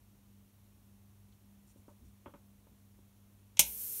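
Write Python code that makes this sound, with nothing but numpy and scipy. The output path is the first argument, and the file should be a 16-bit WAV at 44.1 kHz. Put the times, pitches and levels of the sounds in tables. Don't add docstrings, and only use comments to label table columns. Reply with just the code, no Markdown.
import sys
import numpy as np
from scipy import signal
from scipy.fft import rfft, irfft
from scipy.io import wavfile
from scipy.ndimage import uniform_filter1d

SR = 44100
rng = np.random.default_rng(int(sys.argv[2]) if len(sys.argv) > 2 else 0)


def transcribe(u):
    v = np.clip(np.atleast_2d(u).T, -1, 1)
    q = np.round(v * 32767).astype(np.int16)
    wavfile.write(sys.argv[1], SR, q)


N = 176400
TIME = np.arange(N) / SR
HIT_TIME = np.arange(SR // 2) / SR
HISS_TOP_HZ = 15750
SNAP_RISE_S, KNOCK_RISE_S = 0.0004029, 0.0003592


def high_voltage():
    # pitch_hz, level_db
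    hiss_colour = [(400, -29), (800, -28.5), (1700, -27), (2600, -22), (3900, -22.5), (4350, -18),
                   (4900, -23), (5350, -15), (6500, -12), (7600, -12.5), (8700, -6), (9800, -6),
                   (10300, -6), (11700, -1.5), (12900, 0.5), (14200, -2.5), (15700, -8)]
    # time_s, level_db
    hiss_swell = [(3.6, -59.5), (3.66, -43.5), (3.72, -44), (3.78, -43.5), (3.82, -40.5), (3.92, -41),
                  (4.0, -40.5)]
    # time_s, level_db
    whine_levels = [(3.62, -47.5), (3.7, -54.5), (3.78, -68.5), (3.86, -64), (3.92, -51.5), (4.0, -49)]
    # pitch_hz, level_db
    buzz_tones = [(300, -77.5), (400, -74), (451, -74.5), (500, -83.5), (600, -82.5), (700, -86.5)]
    on_s, rise_s, flutter_db = 3.6, 0.02797, 0.261
    whine_hz, wander_hz = 9926, 7.828
    power = np.clip((TIME - on_s) / rise_s, 0, 1)
    hiss_db = curve(hiss_swell) + flutter_db * drift(150)
    hiss = gain(hiss_db) * noise(hiss_colour, N, HISS_TOP_HZ)
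    cycles = np.cumsum(whine_hz + wander_hz * drift(40)) / SR
    whine = np.sqrt(2) * gain(curve(whine_levels)) * np.sin(2 * np.pi * cycles)
    return power * (hiss + whine + hum(buzz_tones))


def switch():
    # start_s, level_db, cutoff_hz, crack_db (compared with the ring)
    contacts = [(3.5683, -61.5, 14970, 1), (3.5705, -40.5, 4706, 7), (3.5924, -14, 18980, -3)]
    # pitch_hz, level_db
    snap_colour = [(60, -28.5), (200, -15), (330, -16), (470, -26), (590, -8.5), (690, -19.5), (920, -8.5),
                   (1120, -25.5), (1550, -16.5), (1800, -25), (2150, -6), (3200, -4), (3900, -6.5),
                   (4800, -13.5), (5400, -4.5), (6600, 0.5), (7800, -6), (8900, 0.5), (10300, -10.5),
                   (11400, 2), (12700, -4.5), (14000, -11.5), (15600, -10.5), (16800, -33.5)]
    # pitch_hz, level_db, fade_s
    snap_tones = [(2172.3, -7.5, 0.1204), (3170, -7, 0.11065), (3268, -1.5, 0.0427), (3892.2, 7.5, 0.04276),
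                  (5418.6, -3, 0.1192), (6139.3, 7, 0.0972), (6209.2, -8, 0.186), (6660, -8.5, 0.1436),
                  (6459, -10.5, 0.0847), (7004, -0.5, 0.1013), (6930, -1, 0.1082), (8830, -7, 0.0561),
                  (9059.3, 11.5, 0.0294), (11040, -3.5, 0.0575), (11740, -4, 0.0677)]
    # pitch_hz, level_db, fade_s
    thump_tones = [(59.38, -33, 0.613), (119.93, -38.5, 0.2963), (173.08, -33, 0.233)]
    ring = hit_shape(SNAP_RISE_S, fade_s=0.076736)
    crack = hit_shape(SNAP_RISE_S, fade_s=0.012663)
    out = np.zeros(N)
    for start_s, level_db, cutoff_hz, crack_db in contacts:
        hit = dense_ring(snap_colour, ring + gain(crack_db) * crack)
        hit += gain(-8.5) * clear_ring(snap_tones)
        hit += gain(-10.5) * room_echo(snap_colour)
        hit += fading_tones(thump_tones) * fade_in(rise_s=0.005)
        add(out, start_s, gain(level_db) * soften(hit, cutoff_hz))
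    return out


def handling():
    # start_s, level_db, cutoff_hz
    knocks = [(1.759, -61.5, 448.8), (1.881, -56, 985), (2.2588, -49.5, 2914), (2.338, -55, 2599),
              (2.668, -66, 989.7), (2.986, -64, 496.9)]
    # pitch_hz, level_db
    bench_colour = [(100, -4.5), (290, 3), (400, 0), (490, -6.5), (580, 2.5), (690, -13.5), (880, -3.5),
                    (1250, -6), (1500, -14), (1750, -16), (2200, -18.5), (3300, -15.5), (3900, -43),
                    (8000, -53)]
    # pitch_hz, level_db, fade_s
    bench_tones = [(276.79, -3, 0.0686), (361.56, -10.5, 0.1168), (573.07, -0.5, 0.0863),
                   (899.56, -4, 0.0863), (992.1, 1.5, 0.05822), (1251.7, -3.5, 0.0313),
                   (1497.7, -10, 0.1412), (2162.8, -16, 0.114), (2413.5, -15.5, 0.0855), (3348.7, -20, .3)]
    # start_s, level_db
    bumps = [(1.774, -60), (2.014, -50.5), (2.045, -58.5), (2.25, -60.5), (2.709, -58)]
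    # pitch_hz, level_db
    bump_colour = [(25, -10.5), (60, 13.5), (110, 2), (230, -0.5), (400, -15.5), (600, -33), (1500, -48.5),
                   (6000, -52.5)]
    ring = hit_shape(KNOCK_RISE_S, fade_s=0.1654)
    tap = gain(11) * hit_shape(KNOCK_RISE_S, fade_s=0.007474)
    out = np.zeros(N)
    for start_s, level_db, cutoff_hz in knocks:
        knock = dense_ring(bench_colour, ring + tap) + gain(-0.5) * clear_ring(bench_tones)
        add(out, start_s, gain(level_db) * soften(knock, cutoff_hz))
    for start_s, level_db in bumps:
        bump = dense_ring(bump_colour, hit_shape(rise_s=0.001544, fade_s=0.2269))
        add(out, start_s, gain(level_db) * bump)
    return out


def rustles():
    # start_s, length_s, level_db
    events = [(1.661, 0.07335, -72), (1.76, 0.06946, -79.5), (1.86, 0.05995, -78.5), (2.042, 0.0677, -77)]
    # pitch_hz, level_db
    colour = [(1000, -18), (3300, -8.5), (4800, -13), (5800, -2), (6500, -7), (7100, 1), (7800, -7),
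              (8800, 2), (10300, -10), (14000, -10.5), (15700, -16)]
    out = np.zeros(N)
    for start_s, length_s, level_db in events:
        size = round(length_s * SR)
        slips = normalise(uniform_filter1d(rng.exponential(1, size) ** 2, size=40))
        swell = signal.windows.tukey(size, .5)
        add(out, start_s, gain(level_db) * swell * slips * noise(colour, size, HISS_TOP_HZ))
    return out


def light_tick():
    # pitch_hz, level_db
    colour = [(500, -20.5), (2200, -14.5), (3100, -3.5), (4200, -4), (5000, -17), (12000, -28)]
    tick = dense_ring(colour, hit_shape(KNOCK_RISE_S, fade_s=0.05096))
    out = np.zeros(N)
    add(out, start_s=1.323, sound=gain(-69) * tick)
    return out


def room_echo(colour):
    # pitch_hz, fade_s
    fade_times = [(100, 0.3592), (700, 0.269), (2500, 0.2326), (6500, 0.1923), (12000, 0.1362)]
    hz, seconds, spectrum = signal.stft(noise(colour, len(HIT_TIME)), SR, nperseg=256)
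    fade = gain(-60 * seconds / at_pitch(fade_times, hz)[:, None])
    _, tail = signal.istft(spectrum * fade, SR, nperseg=256)
    return tail[:len(HIT_TIME)] * fade_in(rise_s=0.00374)


def workshop():
    # pitch_hz, level_db
    colour = [(25, -25.5), (50, 0), (70, -4), (100, -5.5), (130, -6.5), (175, -18), (215, -10.5),
              (300, -14.5), (470, -22.5), (1040, -25), (1550, -30.5), (3000, -30.5), (4300, -32.5),
              (4950, -36.5), (5500, -31.5), (6800, -31.5), (7900, -34), (9300, -29.5), (10500, -33.5),
              (11000, -31), (11220, -25.5), (11500, -29), (15600, -31)]
    # pitch_hz, level_db
    mains_tones = [(99.8, -67), (199.9, -68)]
    return gain(-66.5) * noise(colour, N, HISS_TOP_HZ) + hum(mains_tones)


def hum(tones, waver=0.3):
    out = np.zeros(N)
    for hz, level_db in tones:
        strength = np.sqrt(2) * gain(level_db) * (1 + waver * drift(4.9))
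        phase = 2 * np.pi * (hz * TIME + rng.random()) + waver * drift(2.6)
        out += strength * np.sin(phase)
    return out


def dense_ring(colour, shape):
    size = len(HIT_TIME)
    burst = rfft(rng.standard_normal(size) * shape)
    burst /= np.sqrt(uniform_filter1d(abs(burst) ** 2, size=120) + 1e-12)
    log_gain = np.log(gain(at_pitch(colour, abs(np.fft.fftfreq(size, 1 / SR)))))
    resonance = np.exp(np.conj(signal.hilbert(log_gain)))[:len(burst)]
    ring = normalise(irfft(burst * resonance, size))
    end_fade = np.minimum((HIT_TIME[-1] - HIT_TIME) * 10, 1) ** 2
    return ring * np.sqrt(np.mean(shape ** 2)) * end_fade


def clear_ring(tones):
    ring = fading_tones(tones)
    return ring / np.std(ring[:SR // 200]) * fade_in(SNAP_RISE_S)


def fading_tones(tones):
    return sum(gain(db - 60 * HIT_TIME / fade_s) * np.sin(2 * np.pi * (hz * HIT_TIME + rng.random()))
               for hz, db, fade_s in tones)


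def soften(sound, cutoff_hz):
    return signal.sosfilt(signal.butter(2, cutoff_hz, fs=SR, output="sos"), sound)


def hit_shape(rise_s, fade_s):
    return fade_in(rise_s) * gain(-60 * HIT_TIME / fade_s)


def fade_in(rise_s):
    return 1 - np.exp(-HIT_TIME / rise_s)


def noise(colour, size, top_hz=SR):
    hz = np.fft.rfftfreq(size, 1 / SR)
    spectrum = rfft(rng.standard_normal(size)) * gain(at_pitch(colour, hz))
    return normalise(irfft(spectrum * (hz > 20) * (hz < top_hz), size))


def drift(rate_hz):
    hz = np.fft.rfftfreq(N, 1 / SR)
    return normalise(irfft(rfft(rng.standard_normal(N)) * np.exp(-(hz / rate_hz) ** 2), N))


def at_pitch(points, hz):
    pitches, values = np.transpose(points)
    return np.interp(np.log(hz + 1), np.log(pitches + 1), values)


def curve(points):
    return np.interp(TIME, *np.transpose(points))


def add(mix, start_s, sound):
    part = mix[round(start_s * SR):][:len(sound)]
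    part += sound[:len(part)]


def gain(db):
    return 10 ** (np.asarray(db) / 20)


def normalise(sound):
    return sound / np.sqrt(np.mean(sound ** 2) + 1e-20)


def scene():
    mix = workshop() + handling() + rustles() + light_tick() + switch() + high_voltage()
    return np.tile(mix, (2, 1))


def record(dry):
    cutoff_hz = 16500
    treble_cut = signal.firwin(255, cutoff_hz, window=("kaiser", 9), fs=SR)
    return signal.oaconvolve(dry, treble_cut[None], "same")


dry = scene()
out = record(dry)
transcribe(out)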